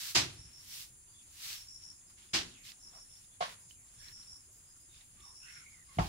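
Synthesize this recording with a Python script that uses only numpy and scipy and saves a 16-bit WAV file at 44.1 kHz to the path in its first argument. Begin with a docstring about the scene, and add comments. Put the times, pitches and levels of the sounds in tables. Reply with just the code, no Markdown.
"""Rabbits pull at grass in a wooden hutch: dense tiny clicks make the swishes, short ticks the snapping stalks.
Gliding bands of noise scrape and squeak; four knocks ring the boards, shake straw and rattle the wire floor.
On this warm evening a near cricket chirps in threes and a far one calls in single syllables, both made from
clicking teeth on a wing; a chorus of band-limited noise hisses, and noise with a swelling bass is far traffic."""
import sys
import numpy as np
from scipy import signal
from scipy.io import wavfile

SR = 44100
rng = np.random.default_rng(int(sys.argv[2]) if len(sys.argv) > 2 else 0)


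def dump_mix(stems):
    """Bounce the given channels to the path in sys.argv[1] as a 16-bit WAV at rate SR."""
    frames = np.atleast_2d(stems).T  # one column per channel
    limited = np.clip(frames, -1, 1)  # hard clip at full scale
    pcm = np.round(limited * 32767).astype(np.int16)
    wavfile.write(sys.argv[1], SR, pcm)


N = 268128
TIME = np.arange(N) / SR
EDGES = 24 * 2 ** np.arange(0, 9.7, .4)   # borders of the noise bands, Hz
CENTRES = np.sqrt(EDGES[1:] * EDGES[:-1])

# Knocks shaking straw and wire. Each row: start in seconds, clatter level in dB, rise of the clatter in seconds,
# level of the wire mesh in dB.
KNOCKS = [(0.148, -16, 0.012, -31.5), (2.333, -18, 0.013, -39), (3.404, -22, 0.019, -72),
          (5.986, -24, 0.0031, -56)]


def from_db(db):
    """Turn dB into gain."""
    return 10 ** (np.asarray(db) / 20)


def rms_one(x):
    """Scale to an rms (average strength) of 1."""
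    return x / np.sqrt(np.mean(x ** 2) + 1e-20)


def at_hz(points, hz):
    """Read a curve of (Hz, value) points, spacing the pitches by octaves."""
    pitches, values = np.transpose(points)
    return np.interp(np.log(hz), np.log(pitches), values)


def drift(rate_hz):
    """Slow random wandering of rms 1: smoothed noise, made at every 40th sample and joined by lines."""
    r = np.exp(-80 * np.pi * rate_hz / SR)
    noise = rng.standard_normal(N // 40 + 2002)
    slow = signal.lfilter([1], [1, -2 * r, r * r], noise)[2000:]   # skip the filter's start
    return np.interp(np.arange(N) / 40, np.arange(len(slow)), rms_one(slow))


def gate(start, end, edge):
    """Fade smoothly on around the start and off around the end."""
    inside = np.minimum(TIME - start, end - TIME)
    return np.sin(np.pi / 2 * np.clip(inside / max(edge, .001) + .5, 0, 1)) ** 2


def ring(x, hz, t60):
    """A resonance: a unit click sets off a sine that fades by 60 dB in t60 seconds."""
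    r = from_db(-60 / (t60 * SR))
    w = 2 * np.pi * hz / SR
    return signal.lfilter([0, np.sin(w)], [1, -2 * r * np.cos(w), r * r], x + 1e-18)


def low_or_high(x, hz, kind, order=2):
    """Keep only what lies below ("low") or above ("high") a pitch."""
    return signal.sosfilt(signal.butter(order, hz, kind, fs=SR, output="sos"), x)


def band(x, low, high, order=2):
    """Keep only the pitches between low and high."""
    return low_or_high(x, [low, min(high, .45 * SR)], "band", order)


def diffuse_bands(source):
    """Split a noisy source into stereo bands, as two spaced microphones hear sound from all round."""
    # How alike the two sides are. Each row: pitch in Hz, likeness from -1 to 1.
    likeness = [(60, .98), (130, .92), (290, .6), (640, -.1), (1410, .05), (3100, 0)]
    # Balance of the sides. Each row: pitch in Hz, left minus right in dB.
    balance = [(500, 0), (1300, 0.5), (2400, -3.5), (4400, -0.5), (8000, 0), (15000, -1)]
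    for k, hz in enumerate(CENTRES):
        mid, side = band(source[k % 2], EDGES[k], EDGES[k + 1])   # neighbouring bands use unrelated streams
        alike = np.clip(at_hz(likeness, hz), -1, 1)
        lean = from_db(at_hz(balance, hz) / 2)
        stereo = np.sqrt(1 + alike) * mid + np.sqrt(1 - alike) * side * [[1], [-1]]
        yield hz, stereo * [[lean], [1 / lean]] / np.sqrt(2)


def grains(per_s, spread_db):
    """Dense clicks of uneven size and random sign, in four unrelated streams."""
    shape = (2, 2, N)
    sizes = from_db(spread_db * np.minimum(rng.exponential(1, shape), 5))
    sizes = sizes * rng.choice([-1, 1], shape)
    return rms_one(sizes * (rng.random(shape) < per_s / SR))


def placed(x, pan_db, lag_s):
    """A point source reaches the left microphone a little later."""
    left = np.interp(TIME - lag_s, TIME, x) * from_db(pan_db / 2)
    return np.array([left, x * from_db(-pan_db / 2)])


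def stroke(s, hold, rise, fall):
    """Power that climbs evenly in dB, holds at 1 and sinks evenly again."""
    edge_db = 30   # change over one rise or fall time; each runs on for two such times
    out = np.zeros(N)
    span = slice(max(round((s - 2 * rise) * SR), 0), max(round((s + hold + 2 * fall) * SR), 0))
    climb = (TIME[span] - s) / max(rise, .001)
    sink = (s + hold - TIME[span]) / max(fall, .001)
    out[span] = from_db(2 * edge_db * np.minimum(np.minimum(climb, sink), 0))
    return out


def air():
    """Far traffic and leaves as noise: the bass swells and every band flickers a little."""
    # Colour of the noise. Each row: pitch in Hz, relative level in dB per Hz.
    colour = [(20, 2), (60, 0.5), (104, 1.5), (180, -9.5), (293, -13), (400, -21), (1180, -21.5),
              (2660, -22.5), (4500, -25), (6000, -17.5), (8100, -34.5), (11400, -25), (15900, -27.5)]
    # Swell of the bass. 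Each row: time in seconds, level in dB.
    rumble = [(0, -0.5), (1, -1.5), (3, -2), (3.9, -2.5), (4.0, 1.5), (4.5, -2.5), (5.2, -.6), (5.4, -4),
              (6.08, 2)]
    level_db = -65.5
    swell = np.interp(TIME, *np.transpose(rumble))
    out = 0
    for hz, noise in diffuse_bands(rng.standard_normal((2, 2, N))):
        bass_share = np.clip(np.log2(300 / hz), 0, 1)   # full below 150 Hz, none above 300 Hz
        out = out + noise * from_db(at_hz(colour, hz) + swell * bass_share + 3.02 * drift(15.8))
    return from_db(level_db) * rms_one(out)


def chorus():
    """Many insects blur into steady bands of hiss whose strength throbs a little."""
    # Bands of singers. Each row: lowest pitch in Hz, highest pitch in Hz, level in dB.
    singers = [(6300, 7640, -64), (7280, 7620, -68), (8450, 10650, -68.5), (9050, 10150, -63.5)]
    out = 0
    for low, high, db in singers:
        throb = from_db(1.0 * drift(1.9) + 0.65 * drift(60))
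        out = out + from_db(db) * throb * rms_one(band(rng.standard_normal((2, N)), low, high, order=5))
    return out


def stridulation(hz, width_hz):
    """Teeth of the file click unevenly within each wing stroke and ring the wing; foliage smears them."""
    strokes_per_s, stroke_depth, teeth_per_s = 79, .28, 280   # both rates wander
    turns = np.cumsum(strokes_per_s * (1 + 0.0522 * drift(11.4))) / SR
    strokes = 1 + stroke_depth * np.cos(2 * np.pi * turns)
    teeth_passed = np.cumsum(teeth_per_s * (1 + 0.16 * drift(60))) / SR
    teeth = np.diff(np.floor(teeth_passed), prepend=0)   # 1 at each tooth, else 0
    clicks = teeth * from_db(1.5 * rng.standard_normal(N)) * rng.choice([-1, 1], (2, N))
    drive = clicks + .14 * rng.standard_normal((2, N))
    return rms_one(band(drive * strokes, hz - width_hz / 2, hz + width_hz / 2, order=3))


def syllables(rows):
    """Strength of a cricket whose syllables all swell and break off alike."""
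    rise_s, fall_s = 0.076, 0.089
    return np.sqrt(sum(from_db(2 * db) * stroke(s, hold, rise_s, fall_s) for s, hold, db in rows))


def far_cricket():
    """A faint cricket rubs its wings in single syllables."""
    # Each row: time at full strength in seconds, level in dB.
    calls = [(1.95, -71), (2.08, -70), (2.2, -77), (2.29, -71), (3.25, -76), (3.62, -72), (3.7, -76),
             (3.89, -77), (4.42, -74), (4.55, -72), (4.68, -68), (4.81, -69.5), (4.95, -70), (5.11, -79),
             (5.71, -73), (5.86, -72)]
    hold_s = 0.044
    return syllables([(s, hold_s, db) for s, db in calls]) * stridulation(hz=5050, width_hz=400)


def near_cricket():
    """A nearer cricket rubs its wings in chirps of three syllables, about one chirp every 1.2 s."""
    # Each row: start of full strength in seconds, hold in seconds, level in dB.
    chirps = [(.39, 0.08, -57), (.545, 0.068, -56.5), (.69, 0.063, -59), (1.55, .075, -54.5),
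              (1.685, .09, -53.5), (1.835, 0.074, -52), (2.835, 0.054, -55.5), (2.96, 0.072, -55.5),
              (3.11, 0.076, -60), (4.01, 0.078, -56), (4.135, 0.081, -53.5), (4.285, 0.081, -53.5),
              (5.25, .06, -56.5), (5.36, 0.093, -56), (5.5, 0.09, -56)]
    return syllables(chirps) * stridulation(hz=5470, width_hz=430)


def boards():
    """Each contact is a half-sine push, duller when longer; it rings the board and the hollow hutch."""
    # Contacts on the wood. Each row: start in seconds, board ring in dB, hollow thud in dB, contact in ms.
    blows = [(.150, -41, -63, 0.54), (.165, -36, -38, 0.52), (.203, -50, -50, 4.0), (.222, -60, -58, 5.7),
             (.296, -63.5, -48, 5.2), (.39, -70, -37, 7.8), (.452, -63, -39.5, 7.6), (2.336, -59, -40, 1.1),
             (2.39, -65, -45, 2.3), (2.46, -70, -46, 4.9), (3.4062, -27, -70, 0.9), (3.409, -27, -59, 0.5),
             (3.413, -50, -52, 0.5), (3.4245, -28.5, -76, 0.43), (3.479, -48, -65, 0.58),
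             (3.437, -41, -65, 0.35), (5.972, -60, -36.5, 1.2), (5.983, -21, -34.5, 1.8),
             (5.9865, -24, -24.5, 0.096), (5.992, -27, -21.5, 2.7), (6.045, -50, -34, 3.0)]
    # Tones of the board, varied by chance. Each row: pitch in Hz, level in dB, time to fade by 60 dB in seconds.
    board_tones = [(556, -43, 0.075), (686, -8, 0.056), (726, 0.5, 0.046), (900, -9, 0.056),
                   (1090, -8.5, 0.18), (2120, -5, 0.021), (2900, -9, 0.014)]
    # Tones of the hollow hutch. Each row: pitch in Hz, level in dB, time to fade by 60 dB in seconds.
    hutch_tones = [(62, -12, 0.23), (105, -6.5, 0.2), (167.6, 2, 0.072)]
    board, hollow = np.zeros(N), np.zeros(N)
    chance_db = rng.normal(0, 1.1, (len(blows), len(board_tones)))
    for (s, ring_db, thud_db, contact_ms), uneven in zip(blows, chance_db):
        at = round(s * SR)
        size = max(round(contact_ms * SR / 1000), 1)
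        push = np.zeros(min(N - at, SR // 2))
        push[:size] = np.sin(np.pi * (np.arange(size) + .5) / size) * np.pi / 2 / size
        span = slice(at, at + len(push))
        for (hz, db, t60), extra_db in zip(board_tones, uneven):
            board[span] += from_db(ring_db + db + extra_db) * ring(push, hz, t60)
        for hz, db, t60 in hutch_tones:
            hollow[span] += from_db(thud_db + db) * ring(push, hz, t60)
    board = low_or_high(board, 500, "high", order=6)   # a narrow board radiates no bass
    hollow = low_or_high(hollow, 50, "high")
    return placed(board, pan_db=-1.2, lag_s=0.00035) + placed(hollow, pan_db=-0.34, lag_s=0.00042)


def wire():
    """Each knock rattles the mesh briefly; its tones reach the two microphones by unrelated paths."""
    # Tones of the mesh floor. Each row: pitch in Hz, level in dB, undamped time to fade by 60 dB in seconds.
    mesh_tones = [(2124, -11, 0.49), (2450, -10, 0.32), (3830, -17, 0.21), (4270, -26, 0.22),
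                  (4800, -3.5, 0.2), (4990, 8, 0.2), (5320, 1, 0.15), (6020, -12, 0.15), (6320, -1, 0.21),
                  (6770, -1.5, 0.29)]
    damping = .5   # straw on the mesh shortens its ring to this share
    out, size = np.zeros((2, N)), SR // 2
    age = np.arange(size) / SR
    for s, _, _, wire_db in KNOCKS:
        rattle = rng.standard_normal((2, size)) * np.exp(-age / 0.025) * .05
        rung = sum(from_db(wire_db + db) * ring(rattle, hz, damping * t60) for hz, db, t60 in mesh_tones)
        at = round(s * SR)
        out[:, at:at + size] += rung[:, :N - at]
    return out


def clatter_power(hz):
    """Each knock shakes wire and straw into a clatter that dies band by band: its power near one pitch."""
    # Colour of each knock's clatter, one list a knock. Each row: pitch in Hz, level in dB per Hz.
    clatter_colours = [
        [(35, -43), (60, -0.5), (105, 6.5), (231, -6), (351, 5), (464, -16), (642, 8.5), (705, 2), (1150, 2),
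         (1960, 4.5), (4850, 7.5), (15500, -21)],
        [(35, -41), (60, -6), (171, -9), (226, -2.5), (359, 1), (464, -12), (673, 1), (810, -2), (1290, -2),
         (3190, 5.5), (5320, 3), (15500, -28.5)],
        [(35, -50), (60, -38), (139, -9.5), (272, -22), (705, 8), (849, -18), (1070, 10), (1350, -1.5),
         (1550, -10), (1700, 1.5), (4630, -1.5), (15500, -40)],
        [(35, -32), (60, 26.5), (129, -13), (231, -2), (376, 7.5), (533, -28), (792, 15.5), (910, -18),
         (976, 4), (1350, -3), (5450, -15), (15500, -45)],
    ]
    # Dying away. Each row: pitch in Hz, time to fade by 60 dB in seconds.
    fade_times = [(80, 0.5), (200, 0.5), (500, 0.25), (1500, 0.25), (4000, 0.24), (8000, 0.24),
                  (15000, 0.23)]
    echo_db, echo_stretch = -21, 2.44   # the shed answers more faintly and for longer
    power = np.zeros(N)
    for (s, db, rise, _), colour in zip(KNOCKS, clatter_colours):
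        at = round(s * SR)
        age = TIME[at:at + SR] - TIME[at]
        swell = 1 - np.exp(-age / (rise + 2.1 / hz))   # lows build up more slowly
        fall_db = -60 * age / at_hz(fade_times, hz)
        fading = from_db(fall_db) ** 2 + from_db(echo_db + fall_db / echo_stretch) ** 2
        power[at:at + SR] += (swell * from_db(db + at_hz(colour, hz))) ** 2 * fading
    return power


def scrapes():
    """Narrow scrapes, squeaks and faint far calls: slow noise carried on a gliding pitch."""
    # Each row: start in seconds, end in seconds, first pitch in Hz, last pitch in Hz, width in Hz, level in dB.
    glides = [(.97, 1.05, 4600, 4600, 200, -83), (1.08, 1.16, 4700, 4800, 200, -73),
              (1.189, 1.28, 4720, 4720, 200, -77), (1.3, 1.38, 4700, 4600, 200, -84),
              (1.143, 1.23, 3470, 3480, 220, -68.5), (1.191, 1.271, 2950, 2100, 600, -72.5),
              (2.5, 2.593, 3900, 3300, 800, -68), (2.541, 2.573, 3100, 2420, 800, -63),
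              (2.569, 2.656, 2430, 2330, 600, -67), (2.932, 3.003, 680, 710, 200, -69.5),
              (2.929, 3.007, 1153, 1150, 400, -71), (3.297, 3.36, 3420, 3440, 200, -74),
              (3.708, 3.76, 2990, 2980, 400, -72), (3.754, 3.855, 2500, 1990, 200, -79),
              (3.973, 4.09, 3480, 3490, 300, -70), (3.991, 4.122, 1750, 1800, 300, -66),
              (3.99, 4.1, 4300, 4300, 250, -72), (4.028, 4.116, 2200, 2100, 300, -66),
              (4.06, 4.12, 15000, 15000, 1000, -72), (4.164, 4.283, 1423, 1245, 300, -77),
              (4.898, 4.992, 3700, 3540, 200, -66), (5.19, 5.28, 1166, 1147, 70, -66.5),
              (5.204, 5.326, 3620, 3670, 200, -75.5), (5.252, 5.349, 900, 1195, 251, -68.5),
              (5.424, 5.533, 2730, 2600, 250, -62.5), (5.437, 5.642, 1512, 1423, 199, -66),
              (5.46, 5.54, 1950, 2150, 250, -62.5), (5.464, 5.58, 1700, 1760, 250, -65.5),
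              (5.54, 5.635, 2240, 2176, 302, -63), (5.641, 5.745, 2243, 2215, 220, -62.5),
              (5.73, 5.84, 2170, 1890, 200, -68), (5.88, 5.963, 2150, 2050, 120, -71),
              (5.878, 5.974, 1113, 1080, 80, -70)]
    stutter = from_db(1.8 * drift(20))   # the rubbing catches and slips
    out = np.zeros((2, N))
    for start, end, from_hz, to_hz, width_hz, db in glides:
        a, b = max(round((start - .05) * SR), 0), min(round((end + 0.021) * SR), N)
        noise = rng.standard_normal((2, 2, 8192 * 3))[:, :, :b - a]
        cos, sin = low_or_high(noise, width_hz / 2, "low")
        pitch = np.interp(TIME[a:b], [start, end], [from_hz, to_hz])
        turn = 2 * np.pi * np.cumsum(pitch) / SR
        glide = rms_one(cos * np.cos(turn) + sin * np.sin(turn))
        strength = gate(start, end, edge=0.045)[a:b] * stutter[a:b]
        out[:, a:b] += glide * strength * from_db(db + np.array([[-2], [2]]))   # stronger on the right
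    return out


def snaps():
    """A snapping stalk gives a broad tick with a short ring and a faint scatter from the slats."""
    # Each row: start in seconds, level in dB, pitch in Hz, left minus right in dB, ring level in dB.
    stalks = [(1.5028, -44, 2500, -7, 0), (1.5302, -31, 4500, 3, -7), (2.012, -64, 3460, -6, -1),
              (2.1017, -64, 4680, 3, -5), (2.1785, -61, 2700, -2.5, -2), (2.29, -58, 3490, -2.5, 0),
              (2.692, -45, 3460, -7, -4), (2.7054, -46, 4370, -8, -4), (2.7189, -32.5, 5000, -4, -10.5),
              (2.932, -57.5, 3430, -4.0, -3.5), (3.1136, -57.5, 3530, -4, -4), (3.1595, -60, 3570, -1.5, 0),
              (3.2444, -59, 3670, -0.5, -1), (3.7023, -61, 2900, -7, -10), (3.7095, -52.5, 3030, -17, 1.5),
              (3.8895, -58, 4540, -1.0, -6), (4.0844, -46, 4160, -8, -0.5), (4.118, -61.5, 1750, 11, -3),
              (4.2324, -57.5, 4160, -15, -1), (4.9442, -56, 3740, -6.5, -1),
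              (5.0107, -46.5, 3700, -12, -8.5), (5.2054, -52.5, 3470, -7, -4), (5.4046, -60.5, 2610, 0, -6)]
    out, size = np.zeros((2, N)), 2048
    age = np.arange(size) / SR
    click = (age == 0) * 1.
    tick = band(click, 1550, 4600) * 2.0
    for s, db, hz, pan_db, ring_db in stalks:
        fading_noise = rng.standard_normal((2, size)) * 0.16 * np.exp(-age / .008)
        scatter = band(fading_noise, 1600, 6000)
        one = tick + from_db(ring_db) * ring(click, hz, t60=75.0 / hz) + scatter
        at = round(s * SR)
        out[:, at:at + size] += one * from_db(db + np.array([[pan_db / 2], [-pan_db / 2]]))
    return out


def grass_and_clatter():
    """Stalks dragged or chewed rub as dense grains; the same grains carry the clatter of the knocks."""
    # Swishes. Each row: start of full strength in seconds, hold in seconds, rise in seconds, fall in seconds,
    # level in dB, weight of the lows in dB, weight of the highs in dB.
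    swishes = [(.01, 0.1, 0.13, 0.093, -48, -16.5, 0), (0.463, 0.027, 0.091, 0.74, -69, -8, -20),
               (0.741, 0.082, 0.25, 0.11, -53.5, -19, 1), (1.447, .095, 0.19, 0.17, -48.5, -19, -2),
               (1.822, 0.0092, 0.13, 0.086, -68, -12, -8), (2.098, .005, .02, .08, -69.5, 0, -9),
               (2.179, 0.059, 0.023, 0.22, -63.5, -24, -16), (2.653, 0.048, .045, 0.071, -53.5, -28, -7),
               (2.936, 0.06, 0.14, 0.11, -72, 4, -11), (3.173, 0.077, .3, .08, -72, -17, -3),
               (3.45, 0.081, .04, 0.064, -57, -11, -9), (3.701, 0.014, .04, 0.079, -70, -33, 1),
               (4.056, 0.064, 0.25, 0.038, -63.5, -10, -6.5), (4.17, .065, .02, 0.32, -70, -12, -9),
               (4.953, 0.058, .13, 0.16, -64, -22, -14), (5.193, 0.044, 0.2, 0.2, -66.5, -14, -24),
               (5.48, .11, 0.13, 0.24, -60, -18, -24), (5.95, 0.067, .2, 0.13, -63, -5, -8.5),
               (5.993, 0.0023, 0.0092, 0.056, -42, 14, -28), (6.016, 0.054, .03, .1, -49.5, -16, -12)]
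    # Colour of the rustling. Each row: pitch in Hz, level in dB per Hz.
    rustle_colour = [(200, 12.5), (500, 1.5), (900, 11.5), (1600, 10.5), (2600, 9), (5000, 13.5),
                     (7500, 7.5), (13000, 5.5), (16000, 5)]
    # the straw is never quite still
    fidget_db, fidget_lows_db, fidget_highs_db, fidget_swing_db = -80, 1.5, -5.5, 3.0
    fidget = from_db(2 * fidget_swing_db * drift(4.5))
    shapes = np.array([stroke(*row[:4]) for row in swishes] + [fidget])
    weights = [row[4:] for row in swishes] + [(fidget_db, fidget_lows_db, fidget_highs_db)]
    level, lows, highs = np.transpose(weights)
    out = 0
    for hz, noise in diffuse_bands(grains(per_s=9000, spread_db=3.0)):
        octaves = np.log2(hz / 2600)
        tilt = lows * np.clip(-octaves / 1.86, 0, 1) + highs * np.clip(octaves / 1.76, 0, 1)
        rustle_power = from_db(level + tilt + at_hz(rustle_colour, hz)) ** 2 @ shapes
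        flicker = from_db(0.5 * drift(26.0))
        out = out + noise * np.sqrt(rustle_power + clatter_power(hz)) * flicker
    return out


def scene():
    """Add up all sources."""
    insects = chorus() + far_cricket() + near_cricket()
    hutch = boards() + wire()
    return air() + insects + hutch + scrapes() + snaps() + grass_and_clatter()


def record(dry):
    """Cut the treble steeply above 15750 Hz."""
    return signal.sosfilt(signal.ellip(12, .5, 70, 15750, fs=SR, output="sos"), dry)


dry = scene()
out = record(dry)
dump_mix(out)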